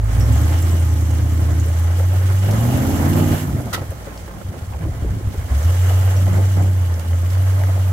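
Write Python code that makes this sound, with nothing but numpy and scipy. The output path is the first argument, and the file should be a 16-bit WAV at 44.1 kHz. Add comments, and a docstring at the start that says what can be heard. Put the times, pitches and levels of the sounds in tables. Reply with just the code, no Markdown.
"""V8 pickup on rough ground

From inside the cab, the firing tone booms and the uneven exhaust of the two banks burbles around it.
The engine bay roars and hisses with load; off throttle the engine putts. As the truck crawls along,
panels knock, snap, creak and clatter, small metal parts tick and jingle, and something scrapes once."""
import sys
import numpy as np
from scipy import signal
from scipy.fft import rfft, irfft
from scipy.io import wavfile
from scipy.ndimage import uniform_filter1d

SR = 44100
rng = np.random.default_rng(int(sys.argv[2]) if len(sys.argv) > 2 else 0)


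def dump_mix(stems):
    """Bounce the given channels to the path in sys.argv[1] as a 16-bit WAV at rate SR."""
    frames = np.atleast_2d(stems).T  # one column per channel
    limited = np.clip(frames, -1, 1)  # hard clip at full scale
    pcm = np.round(limited * 32767).astype(np.int16)
    wavfile.write(sys.argv[1], SR, pcm)


N = 349272

# the revs: (time [s], firing rate [Hz])
FIRING_RATE = [(0.0, 53), (0.1, 52), (0.225, 62.6), (0.45, 79.7), (0.6, 85.3), (0.75, 84.9), (0.9, 80.7),
               (1.2, 80.3), (1.35, 81.4), (1.65, 81.4), (1.8, 83.3), (2.1, 91.6), (2.25, 92.7), (2.4, 95.8),
               (2.475, 99.9), (2.7, 122.7), (2.85, 132.2), (3.0, 137.7), (3.15, 151.5), (3.225, 154.5),
               (3.375, 150.0), (3.45, 144.1), (3.6, 123.5), (4.0, 60.0), (4.8, 60.5), (5.05, 58.2),
               (5.4, 59.8), (5.5, 63.9), (5.6, 73.5), (5.7, 89.4), (6.02, 93.0), (6.2, 93.8), (6.42, 95.9),
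               (6.74, 93.2), (6.98, 83.7), (7.22, 87.2), (7.34, 92.6), (7.58, 94.8), (7.75, 93.3),
               (7.92, 93.2)]
# exhaust faders: (time [s], firing tone [dB], burble [dB])
EXHAUST_LEVELS = [(0.0, -20, -23.5), (0.2, -16.5, -18.5), (0.4, -14.5, -17), (0.78, -14, -23.5),
                  (0.95, -16.5, -20.5), (1.55, -16, -19), (1.8, -15.5, -28.5), (2.38, -14, -31),
                  (2.5, -15, -21.5), (2.7, -17, -15.5), (2.82, -21.5, -14), (2.9, -47, -13),
                  (2.96, -48, -14.5), (3.03, -20.5, -12.5), (3.12, -21.5, -13), (3.345, -22.5, -14),
                  (3.38, -30, -23), (3.54, -24, -18.5), (3.62, -29, -23.5), (3.75, -31.5, -26.5),
                  (3.9, -36.5, -35), (4.3, -35, -40.5), (4.6, -66, -41), (4.88, -30, -28),
                  (5.1, -40, -26.5), (5.25, -42, -30.5), (5.498, -36, -32), (5.512, -15, -26.5),
                  (5.59, -14, -26.5), (5.63, -20.5, -41), (5.66, -10.5, -31), (5.76, -16.5, -32),
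                  (5.84, -13, -40), (6.0, -13.5, -33), (6.4, -13.5, -33), (6.7, -15, -25.5),
                  (6.94, -17.5, -36), (7.04, -24.5, -33), (7.12, -14, -39), (7.25, -17.5, -37),
                  (7.4, -14, -46), (7.92, -15.5, -32)]
# partials of the uneven banks: (order [multiple of the eight-cylinder cycle rate], level [dB])
BURBLE_ORDERS = [(3, -1), (4, -3), (5, 2), (6, -9), (7, -11), (9, -10), (10, -6), (11, -1), (12, -7),
                 (13, 3.5), (14, -11), (15, -14), (17, -13), (18, -3), (19, -11), (20, -15), (21, -15),
                 (26, -9), (28, -19), (29, -5), (30, -9), (32, -8)]
# how pipes and cab pass the burble: (frequency [Hz], gain [dB])
CAB_EQ = [(25, -68), (55, -19), (85, -10.5), (100, -4), (113, -4), (132, -25), (145, -16), (160, -22),
          (182, -28), (205, -20), (250, -13.5), (300, -15), (350, -13), (400, -22), (650, -65)]
# the firing tone's octave against the burble: (frequency [Hz], gain [dB])
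OCTAVE_EQ = [(105, 1), (125, -4.5), (160, -32), (180, -21), (195, -7.5), (250, -10), (310, -16)]
# gas flow in the pipes: (frequency [Hz], density [dB])
RASP_SPECTRUM = [(150, -17), (200, -13.5), (260, 10.5), (340, -7), (390, -5), (800, -21), (1000, -45)]
# cab air stirred by the firing tone: (frequency [Hz], density [dB])
BOOM_SPECTRUM = [(95, -30), (108, 0), (122, 0), (135, -10), (160, -30)]
# lone strong firings off throttle: (time [s], level [dB], pitch [Hz], swell time [s])
PUTTS = [(3.461, -32, 123, 0.01), (3.5, -23, 65, 0.019), (3.549, -13, 112, 0.011), (3.82, -18, 109, 0.004),
         (3.901, -16, 81.5, 0.01), (4.239, -20.5, 74.4, 0.0047), (4.455, -20.5, 87, 0.012),
         (4.479, -38, 87, 0.0067), (4.497, -17.5, 82.4, 0.0074), (4.577, -25, 90, 0.007),
         (4.627, -17, 87, 0.0082), (4.683, -20.5, 87, 0.0079), (4.714, -18, 87, 0.007),
         (4.755, -18, 74.6, 0.014), (4.815, -18, 90, 0.011), (4.846, -16, 84, 0.0073),
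         (4.875, -17.5, 75, 0.008), (4.899, -13, 87, 0.0078), (4.928, -19, 62.7, 0.011),
         (4.95, -16, 79.6, 0.008), (4.98, -17, 86, 0.007), (5.033, -10.5, 80, 0.0062),
         (5.063, -13, 65, 0.0076), (5.082, -14.5, 62, 0.0099), (5.116, -13.5, 75.5, 0.0064),
         (5.174, -14, 95, 0.0043), (5.232, -23, 75, 0.0089), (5.251, -16.5, 86, 0.0089),
         (5.281, -9.5, 80, 0.005), (5.387, -12.5, 72, 0.0071), (5.424, -17, 80, 0.006),
         (5.444, -20, 74.6, 0.011), (5.51, -42, 70, 0.009)]
# deep shake of the chassis: (frequency [Hz], density [dB])
SHAKE_SPECTRUM = [(15, -25), (30, -2), (55, 8), (95, 15), (125, -10), (160, -10), (200, -32)]
# low-mid chassis rumble: (frequency [Hz], density [dB])
RUMBLE_SPECTRUM = [(110, -6.5), (150, 2), (180, 2.5), (240, -5), (310, -5), (400, -12), (520, -31)]
# bumps in the ground: (time [s], hold [s], chassis rumble [dB], panel clatter [dB])
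BUMPS = [(0.67, 0.11, -31, -47), (1.142, 0.018, -43, -39), (1.997, 0.018, -46, -38),
         (2.13, 0.018, -52, -35), (2.44, 0.34, -28, -31.5), (3.456, 0.12, -33, -38.5),
         (3.584, 0.11, -33, -40), (3.735, 0.072, -35.5, -36), (4.097, 0.033, -39, -41),
         (4.32, 0.075, -38, -45), (4.5, 0.093, -38, -43), (4.732, 0.015, -62, -36.5),
         (4.813, 0.059, -31.5, -40.5), (5.027, 0.14, -33.5, -45), (5.273, 0.042, -32.5, -47),
         (5.502, 0.025, -51, -39), (5.916, 0.047, -47, -37), (6, 0.054, -53, -42), (6.11, 0.035, -69, -37),
         (6.2, 0.037, -31, -45), (6.27, 0.13, -27, -32.5), (6.568, 0.075, -28, -33),
         (6.974, 0.15, -38, -63), (7.355, 0.039, -103, -35.5), (7.515, 0.068, -44, -35.5),
         (7.597, 0.028, -60, -35.5), (7.686, 0.013, -59, -30), (7.77, 0.015, -46, -33.5),
         (7.847, 0.034, -57, -39)]
# engine bay fader, set by the fan hiss: (time [s], level [dB])
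BAY_LEVEL = [(0, -49.5), (.15, -41), (.5, -38.5), (.9, -42.5), (1.7, -43), (2.4, -41), (2.47, -39.5),
             (2.65, -38), (3.4, -37), (3.47, -44.5), (3.6, -45.5), (4.3, -48.5), (4.83, -48.5),
             (5.18, -47.5), (5.49, -44.5), (5.62, -40), (5.98, -39), (6.35, -41.5), (6.79, -44.5),
             (7.1, -44.5), (7.5, -42.5), (7.92, -43.5)]
# engine bay roar: (frequency [Hz], density [dB])
ROAR_SPECTRUM = [(220, -16), (380, -4.5), (480, -1.5), (690, -1.5), (770, -7.5), (845, -3.5), (950, -9),
                 (1065, -2), (1150, -10), (1260, -6), (1480, -7), (1810, -8.5), (2070, -10.5),
                 (2500, -16.5), (3250, -61)]
# fan hiss: (frequency [Hz], density [dB])
HISS_SPECTRUM = [(1290, -5.5), (2200, 0), (2570, -4.5), (2750, -2.5), (3150, 0.5), (3700, -3), (5030, -3.5),
                 (6350, -2.5), (6890, -3.5), (7490, -2.5), (10000, -5.5), (12600, -8), (15100, -11.5),
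                 (15900, 14)]
# intake air: (frequency [Hz], density [dB])
INTAKE_SPECTRUM = [(7000, -22), (10000, -8.5), (12300, -4), (14000, -7), (16000, -14)]
# panel knocks: (time [s], level [dB], pan left minus right [dB], brightness [dB/octave])
KNOCKS = [(1.655, -21, 12, -11), (1.996, -16.5, 8, 3.5), (2.384, -24, 4, 4), (2.433, -25, 9, 6),
          (2.803, -17, -8, -8), (3.636, -28, -9, 0), (3.779, -16, -4, -3), (3.819, -20, 2, -10),
          (3.91, -27, -5, 2), (4.069, -18, 9, -3), (4.279, -18, -4, -6), (4.412, -22.5, -16, -2),
          (4.539, -21, -10, 0), (4.826, -24, -6, 2), (4.84, -26, -8, 3), (4.946, -33, 4, -6),
          (5.047, -20, 1, -14), (5.895, -15, 3, 5), (5.906, -17.5, 1, 3), (6.109, -35, -2, -4),
          (6.267, -27, -11, 3), (6.299, -34, -17, 9), (6.351, -20, 4, -4), (6.382, -22, 24, -8),
          (6.439, -23, 20, 3.5), (6.499, -24, 21, -2), (6.579, -21, -1, -2), (6.599, -17, -7, -3),
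          (6.644, -24, 12, -6), (7.046, -25, -10, -4), (7.13, -22, -6, 5), (7.231, -28, 10, -18.5),
          (7.26, -27, 0, 8.5), (7.35, -25, -4, 6), (7.473, -35, 9, 1), (7.62, -33, -7, 3),
          (7.635, -15, 12, 4), (7.678, -29, 8, -2), (7.693, -21, 6, 0), (7.76, -31, -2, -5)]
# panel resonances: (frequency [Hz], level [dB], T60 [s])
PANEL_MODES = [(168, -16.5, 0.041), (373, -4.5, 0.033), (435, -5.5, 0.13), (550, 2.5, 0.051),
               (690, -11, 0.03), (885, 0, 0.016), (1050, 6, 0.004), (1320, 2, 0.015), (1600, 3, .008),
               (1970, 1.5, 0.0073), (2400, -6, .005), (3000, -3, 0.0064), (4470, -24, .004)]
# trim snaps: (time [s], level [dB], pan [dB], pitch [Hz])
SNAPS = [(3.779, -19, -6, 800), (3.793, -24, -2, 800), (3.8186, -15, -1, 600), (4.069, -27, 5, 900),
         (4.279, -26, -3, 1100), (6.267, -21, -4, 800), (6.446, -25, 0, 1100), (6.646, -21, 9, 700),
         (6.998, -26, -5, 1000), (7.009, -27, -5, 1200), (7.047, -25, -7, 1000), (7.233, -26, 5, 600),
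         (7.637, -21, 5, 1600), (7.692, -24, 4, 1000)]
# panel creaks: (time [s], length [s], level [dB], pitch [Hz])
CREAKS = [(1.982, 0.034, -25, 527), (2.139, .04, -27, 506), (3.579, 0.043, -26, 694),
          (3.665, 0.039, -29, 706), (3.91, 0.024, -27, 515), (4.068, 0.0084, -29, 516),
          (4.537, .03, -30, 370), (4.849, .03, -25, 382), (4.876, 0.022, -26, 368), (4.943, .015, -31, 350),
          (5.045, 0.011, -26, 380), (5.158, .02, -31, 300), (5.194, .03, -27, 385),
          (5.342, 0.017, -26.5, 380), (5.898, 0.025, -20, 685), (6.157, 0.055, -26.5, 613),
          (6.574, 0.045, -26.5, 690), (7.355, 0.049, -44, 660), (7.59, 0.043, -31, 650),
          (7.684, 0.02, -26, 663), (7.764, 0.033, -32, 656), (7.844, .03, -34, 606)]
# metal ticks: (time [s], level [dB], pitch [Hz], pan [dB], ringing share [0-1])
TICKS = [(0.0409, -34, 10900, 15, 0), (0.198, -26, 11900, 2, 0.1), (0.236, -36, 5450, 8, 0.4),
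         (0.2769, -30, 12000, 3, 0), (0.3228, -27, 12900, -2, 0), (0.62, -23, 12500, -3, 0),
         (0.85, -28, 13100, -12, 0), (1.4028, -28, 12000, -5, 0), (1.6607, -28, 12000, 6, 0),
         (1.7959, -30, 12000, 13, 0), (0.2053, -31, 5500, -9, 0.56), (0.199, -32, 7740, 0, .4),
         (0.3225, -32, 8300, -7, 0.4), (0.3235, -32, 7500, 0, .4), (0.213, -37, 5750, -10, 0.4),
         (0.222, -38, 5700, -17, 0.5), (0.325, -38, 6230, -8, 0.55), (0.3694, -35, 6580, -13, 0.3),
         (0.414, -27, 7950, 4, 0.27), (0.434, -32, 6600, 7, 0.3), (0.6244, -27, 7440, -9, 0.3),
         (0.6444, -35, 8450, -14, 0.35), (0.7039, -29, 12600, -5, 0), (0.7154, -29, 7850, 7, 0.4),
         (0.795, -28, 8700, -10, 0.3), (1.1065, -31, 6600, -8, 0.2), (1.5985, -33, 6800, -18, 0.34),
         (1.6836, -29, 8150, -10, 0.22), (1.9125, -30, 8500, 8, 0.1), (2.51, -19, 5630, 5, 0.07),
         (3.604, -29.5, 9560, -11, 0), (3.9048, -31, 11400, 10, 0), (4.0441, -42, 6100, 26, 0.1),
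         (4.176, -28, 5020, 4, 0.13), (4.6663, -43, 6200, -14, 0.2), (4.9519, -52, 4740, -8, 0.4),
         (5.629, -28, 6300, -10, 0.22), (5.815, -31, 7600, -4, 0.4), (5.86, -31, 8000, 2, 0.3),
         (5.99, -35, 7550, -5, 0.45), (6.0094, -48, 13400, -19, 0.15), (6.1644, -32, 5660, 2, 0.45),
         (6.33, -41, 7300, -5, 0.7), (6.94, -40, 5600, -27, 0.27), (6.995, -36, 6660, -34, 0.05),
         (6.9965, -34, 12500, -18, 0.1), (7.3022, -32, 5230, -19, 0.1), (7.636, -29, 2800, 4, 0)]
# envelope of the scrape: (time [s], level [dB], treble shelf [dB])
SCRAPE_LEVELS = [(3.727, -99, 0), (3.73, -28, 0), (3.742, -22.5, 0), (3.753, -25, 0), (3.758, -30, -5),
                 (3.771, -33.5, -8), (3.774, -39, -4), (3.8, -42, -3), (3.81, -74, 0)]
# colour of the scrape: (frequency [Hz], density [dB])
SCRAPE_SPECTRUM = [(900, -10), (1200, -15), (1330, 2.5), (1600, -28), (1900, -7), (2300, -19.5),
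                   (2900, -14), (5000, -16), (8000, -21), (13000, -23), (16000, -22)]
# squeak of the scraped part: (time [s], level [dB], pitch [Hz])
SQUEAK = [(3.726, -99, 1330), (3.728, -28, 1330), (3.744, -26, 1350), (3.75, -31, 1500), (3.76, -35, 1600),
          (3.771, -41, 1500), (3.775, -99, 1500)]
# fader for the jingling parts: (time [s], level [dB])
JINGLE_LEVEL = [(0, -57), (.2, -54), (.6, -46.5), (.9, -47), (2.0, -50.5), (2.4, -73), (3.3, -49),
                (4.5, -83), (5.7, -55), (6.6, -49), (7.2, -95), (7.92, -50)]
# where the hiss sings: (centre [Hz], width [Hz], gain [dB])
SINGING_BANDS = [(1075, 38, -17.5), (1217, 68, -11.5), (2887, 260, -11), (842, 20, -9.5), (5570, 90, -25),
                 (6320, 430, -13.5), (7320, 120, -15.5), (11600, 250, -16), (12950, 350, -16.5)]
# stereo image of noise in the cab: (frequency [Hz], left-right correlation [-1 to 1])
CAB_IMAGE = [(60, 0.52), (110, 1), (170, 0.86), (380, 0.65), (800, 0.81), (1170, 0.51), (2380, -0.074),
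             (5980, -0.16), (15000, -0.084)]
# the roar reaches each side by its own path: (frequency [Hz], left-right correlation [-1 to 1])
ROAR_IMAGE = [(220, 0.39), (420, 0.95), (600, 0.5), (800, 0.54), (1050, 0.041), (1400, -0.089),
              (1900, -0.059), (3250, 0.19)]
# balance of noise in the cab: (frequency [Hz], pan [dB])
CAB_PAN = [(60, -0.3), (110, -1), (180, -0.5), (400, 0), (600, -1.5), (800, -1), (1050, -3), (1400, -3.5),
           (1900, -4.5), (2700, -1.5), (4970, -1.5), (8000, -3.5), (15000, -3.0)]

THROTTLE_SHUT_S, THROTTLE_OPEN_S = 3.36, 5.5
STEP = 16   # samples between points of the low tones and bump envelopes


def exhaust(firing_hz, crank, tone_db, burble_db, shut):
    """Sines locked to the crank: the firing tone, two overtones and the burble of the uneven banks."""
    octave_db = db_sum(burble_db + at_hz(OCTAVE_EQ, 2 * firing_hz) - 5.5 * shut, tone_db - 35.5)
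    partials = [(8, tone_db + .89 * drift(24)),
                (16, octave_db + .5 * drift(39)),
                (24, tone_db - 34 + 4.2 * drift(18))]
    for order, level_db in BURBLE_ORDERS:   # no two cycles burn alike, so each order wanders
        cab_db = at_hz(CAB_EQ, firing_hz * order / 8)
        partials.append((order, burble_db + level_db + cab_db + .8 * drift(4)))
    out = 0
    for order, level_db in partials:
        wide = order != 8   # the firing tone stays near the centre
        spread = .05 + wide * (.15 + .07 * rng.standard_normal())
        phase = order * crank[::STEP] + rng.uniform(0, 2 * np.pi) + [[-spread], [spread]]
        out += np.sqrt(2) * from_db(level_db[::STEP]) * pan(-1.3 * wide) * np.sin(phase)
    return signal.resample_poly(out, STEP, 1, axis=1)[:, :N] * pan(-.5)


def exhaust_air(crank, tone_db, burble_db):
    """Each firing pushes a rasp of gas down the pipes, and the firing tone sets the cab air booming."""
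    rasp = from_db(burble_db - 21 + .5 * np.cos(8 * crank)) * coloured(RASP_SPECTRUM)
    boom = from_db(tone_db - 20.5 + 2 * drift(5)) * coloured(BOOM_SPECTRUM)
    return rasp + boom


def putts():
    """A lone firing thumps the cab air: a dip, a crest and a dying swing."""
    out, age = np.zeros(N + SR), np.arange(SR // 5) / SR
    for time, level_db, hz, swell_s in PUTTS:
        swell = age / swell_s * np.exp(1 - age / swell_s)
        start = int((time - .75 / hz) * SR)   # the crest lands on the cue
        out[start:start + len(age)] -= from_db(level_db) * swell * np.sin(2 * np.pi * hz * age)
    return np.stack([np.roll(out, 7)[:N], out[:N]])   # the right side hears it first


def chassis(rumble_db, shut):
    """The chassis rumbles over a deep shake that eases off throttle."""
    shake_db = follow(rumble_db, mean_db=-38, ratio=.91) - 4 * shut
    shake = from_db(shake_db + .53 * drift(27)) * coloured(SHAKE_SPECTRUM)
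    return shake + from_db(rumble_db + .88 * drift(44)) * coloured(RUMBLE_SPECTRUM)


def bumps():
    """Chassis and panel envelopes in dB: each bump in the ground hits fast, holds and dies away."""
    attack_db_per_s, release_db_per_s = 595, 340
    t, rumble_db, clatter_db = np.arange(0, N, STEP) / SR, -99., -99.
    for time, hold, chassis_db, panel_db in BUMPS:
        shape_db = -attack_db_per_s * np.maximum(time - t, 0)
        shape_db -= release_db_per_s * np.maximum(t - time - hold, 0)
        rumble_db = np.maximum(rumble_db, chassis_db + shape_db)
        clatter_db = np.maximum(clatter_db, panel_db + shape_db)
    return in_time(np.column_stack([t, rumble_db, clatter_db]))


def engine_bay(firing_hz, crank, bay_db):
    """Roar and fan hiss throb with each firing and flutter together; intake rush grows with the revs."""
    throb, flutter_db = np.cos(8 * crank), .5 * drift(23)
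    roar_db = follow(bay_db, mean_db=-40, ratio=1) + flutter_db + 1.8 * drift(17) + .95 * throb
    roar = from_db(roar_db) * coloured(ROAR_SPECTRUM, ROAR_IMAGE)
    hiss = from_db(bay_db + flutter_db + 1.25 * drift(41) + .44 * throb) * coloured(HISS_SPECTRUM)
    intake_db = bay_db - 10 + 7.2 * np.log2(firing_hz / 90) + 2.7 * drift(43)
    return roar + hiss + from_db(intake_db) * coloured(INTAKE_SPECTRUM)


def knocks():
    """Soft-edged knocks: each panel mode swells briefly, then rings out; bright ones reach high modes."""
    swell_s = .002
    times, knock_db, pan_db, brightness = np.transpose(KNOCKS)
    scatter_db = rng.normal(0, 3, (len(times), len(PANEL_MODES)))
    out, age = 0, np.arange(int(3 * swell_s * SR)) / SR
    for k, (hz, mode_db, t60) in enumerate(PANEL_MODES):
        onset = (.5 + rng.random(len(age))) * np.cos(2 * np.pi * hz * age) * np.exp(-age / swell_s)
        onset /= np.abs(onset @ np.exp(2j * np.pi * hz * age))   # unity gain at the mode
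        level_db = knock_db - 15.5 + mode_db + scatter_db[:, k] + brightness * np.log2(hz / 690)
        drive = signal.oaconvolve(clicks(times, level_db, pan_db), [onset])[:, :N]
        out += ring(drive, hz, t60)
    return out


def snaps():
    """The trim gives a dry snap, dead within a few swings."""
    return sum(ring(clicks([time], level_db, pan_db), hz, t60=4.5 / hz)
               for time, level_db, pan_db, hz in SNAPS)


def creaks():
    """Uneven slips, faded in and out, keep one panel mode ringing."""
    out, age = np.zeros(N + SR), np.arange(SR // 5) / SR
    for time, length, level_db, hz in CREAKS:
        fade = np.sin(np.pi * np.minimum(age / length, 1)) ** .5
        creak = ring(rng.standard_normal(len(age)) * fade, hz, t60=.025)
        start = int(time * SR)
        out[start:start + len(age)] += from_db(level_db) * creak / np.abs(creak).max()
    return out[:N] * pan(2)


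def clatter(level_db):
    """Loose panels chatter in the mids, with lighter trim rattling above them."""
    panels = chatter(per_s=500, low_hz=498, high_hz=826, t60=.021, tilt_db=-1.5, bleed=.19)
    trim = chatter(per_s=250, low_hz=938, high_hz=2580, t60=.016, tilt_db=-7, bleed=-.12)
    return from_db(level_db) * (panels + from_db(-7.5) * pan(-4) * trim)


def ticks():
    """Small metal parts touch with a dry crack; the freer the part, the louder and longer it rings."""
    out, age = np.zeros((2, N + SR)), np.arange(SR // 12) / SR
    noise = rng.standard_normal((len(TICKS), len(age)))
    cracks = rms_one(uniform_filter1d(noise, size=7))   # about 3 kHz to each side of the pitch
    wobbles = rms_one(uniform_filter1d(noise, size=45))   # further touches break up the ring
    for (time, level_db, hz, pan_db, share), crack, wobble in zip(TICKS, cracks, wobbles):
        attack = (1 - share) * .39 * crack * np.exp(-age / .0069)
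        tail = share * (1 + .7 * wobble) * np.exp(-age / (.03 * share + .002))
        tick = (attack + tail) * np.sin(2 * np.pi * hz * age)
        start = int(time * SR)
        out[:, start:start + len(age)] += from_db(level_db) * pan(pan_db) * tick
    return out[:, :N]


def scrape():
    """Gritty rubbing dulls as it ends, with a squeak that wavers differently on each side."""
    level_db, shelf_db = in_time(SCRAPE_LEVELS)
    squeak_db, squeak_hz = in_time(SQUEAK)
    wavering_hz = squeak_hz * (1 + .03 * np.array([drift(150), drift(150)]))
    squeak = np.sin(2 * np.pi * np.cumsum(wavering_hz, axis=1) / SR + [[0], [2]])
    rub = coloured(SCRAPE_SPECTRUM)
    treble = signal.sosfiltfilt(signal.butter(3, 3800, "high", fs=SR, output="sos"), rub)
    rub = from_db(level_db + 1.5 * drift(220)) * (rub + (from_db(shelf_db) - 1) * treble)
    return rub + np.sqrt(2) * from_db(squeak_db + 1.5 * drift(200)) * squeak * pan(-3)


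def jingle():
    """Loose metal parts touch in a faint, bright shimmer."""
    level_db, = in_time(JINGLE_LEVEL)
    return from_db(level_db) * pan(-3) * chatter(per_s=700, low_hz=5400, high_hz=8600, t60=.03)


def singing(bay_db):
    """Narrow bands sing in the hiss, each swelling and fading on its own."""
    out, white = 0, rng.standard_normal((2, N))
    for hz, width_hz, gain_db in SINGING_BANDS:
        band = signal.lfilter(*signal.iirpeak(hz, hz / width_hz, fs=SR), white)
        out += from_db(gain_db + 4.3 * np.minimum(drift(15), 1.2)) * rms_one(band)
    return from_db(follow(bay_db, bay_db.mean(), ratio=1.5)) * out * pan(-3)


def chatter(per_s, low_hz, high_hz, t60, tilt_db=0, bleed=0):
    """Clumps of random touches each ring one of 20 modes, laid out left and right in turn; rms 1."""
    touches = rng.random(N) < per_s * from_db(4 * drift(12)) / SR
    hits = touches * from_db(3 * np.minimum(rng.exponential(1, N), 3))
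    out, struck_mode = np.zeros((2, N)), rng.integers(0, 20, N)
    for k, hz in enumerate(np.geomspace(low_hz, high_hz, 20)):
        out[k % 2] += from_db(tilt_db * np.log2(hz / low_hz)) * ring(hits * (struck_mode == k), hz, t60)
    return rms_one(out + bleed * out[::-1])


def coloured(spectrum, image=CAB_IMAGE):
    """Shaped stereo noise with the cab's width and balance; rms 1 in mono."""
    hz = np.maximum(np.fft.rfftfreq(N, 1 / SR), 1)
    mid, side = rfft(rng.standard_normal((2, N)))
    alike, lean = at_hz(image, hz), from_db(at_hz(CAB_PAN, hz) / 2)
    mid, side = mid * np.sqrt(1 + alike), side * np.sqrt(1 - alike)
    left_lag = np.exp(-2j * np.pi * np.minimum(hz, 400) * 1e-4)   # lows arrive 0.1 ms late
    eq = from_db(at_hz(spectrum, hz)) * (hz > spectrum[0][0]) * (hz < spectrum[-1][0])
    pair = irfft(eq * [(mid + side) * lean * left_lag, (mid - side) / lean], N)
    return pair / np.sqrt(np.mean(pair.mean(axis=0) ** 2))


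def ring(drive, hz, t60):
    """One mode: a unit click sets off a decaying sine of height 1."""
    r, w = from_db(-60 / (t60 * SR)), 2 * np.pi * hz / SR
    return signal.lfilter([0, np.sin(w)], [1, -2 * r * np.cos(w), r * r], drive + 1e-18)


def clicks(times, level_db, pan_db):
    """A panned click at each time."""
    out = np.zeros((2, N))
    out[:, (np.array(times) * SR).astype(int)] = from_db(level_db) * pan(pan_db)
    return out


def drift(rate_hz):
    """Smooth random modulation from low-passed noise; rms 1."""
    hop, run_in = 40, 2000
    r = np.exp(-2 * np.pi * rate_hz * hop / SR)
    slow = signal.lfilter([1], [1, -2 * r, r * r], rng.standard_normal(N // hop + run_in + 2))[run_in:]
    return np.interp(np.arange(N) / hop, np.arange(len(slow)), rms_one(slow))


def follow(leader_db, mean_db, ratio):
    """A level that rides another, swinging ratio times as far."""
    return mean_db + ratio * (leader_db - leader_db.mean())


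def db_sum(*levels_db):
    """Level of unrelated sounds together."""
    return 10 * np.log10(sum(from_db(db) ** 2 for db in levels_db))


def pan(left_minus_right_db):
    return from_db(np.array([[.5], [-.5]]) * left_minus_right_db)


def from_db(db):
    return 10 ** (np.asarray(db) / 20)


def rms_one(x):
    return x / np.sqrt(np.mean(x ** 2) + 1e-20)


def in_time(rows):
    times, *columns = np.transpose(rows)
    return [np.interp(np.arange(N) / SR, times, column) for column in columns]


def at_hz(points, hz):
    points_hz, values = np.transpose(points)
    return np.interp(np.log(hz), np.log(points_hz), values)


def scene():
    """The exhaust sets the chassis and panels going, and the ground adds its bumps."""
    firing_hz, = in_time(FIRING_RATE)
    tone_db, burble_db = in_time(EXHAUST_LEVELS)
    bay_db, = in_time(BAY_LEVEL)
    t = np.arange(N) / SR
    shut = uniform_filter1d(1. 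* ((t > THROTTLE_SHUT_S) & (t < THROTTLE_OPEN_S)), size=400)
    lope = from_db(shut * np.minimum(drift(25), 1))   # off throttle the firing lopes
    firing_hz *= 1 + .07 * shut * drift(14)   # and the revs hunt
    crank = 2 * np.pi * np.cumsum(firing_hz / 8) / SR   # phase of the eight-cylinder cycle
    air = exhaust_air(crank, tone_db, burble_db)
    engine = lope * (exhaust(firing_hz, crank, tone_db, burble_db, shut) + air) + putts()
    chassis_db, panel_db = bumps()
    rolling_rumble_db, rolling_clatter_db = -42.5, -46   # the bed that the ground alone keeps up
    rumble_db = db_sum(follow(burble_db, mean_db=-48.5, ratio=1.48), rolling_rumble_db, chassis_db)
    clatter_db = db_sum(follow(burble_db, mean_db=-58.5, ratio=1.84), rolling_clatter_db, panel_db)
    rattles = clatter(clatter_db) + jingle()
    bed = chassis(rumble_db, shut) + engine_bay(firing_hz, crank, bay_db)
    accents = knocks() + snaps() + creaks() + ticks() + scrape()
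    return engine + bed + accents + rattles + singing(bay_db)


def record(dry):
    """A steep low-pass takes off the very top."""
    return signal.sosfilt(signal.cheby2(16, 70, 16200, fs=SR, output="sos"), dry)


dry = scene()
out = record(dry)
dump_mix(out)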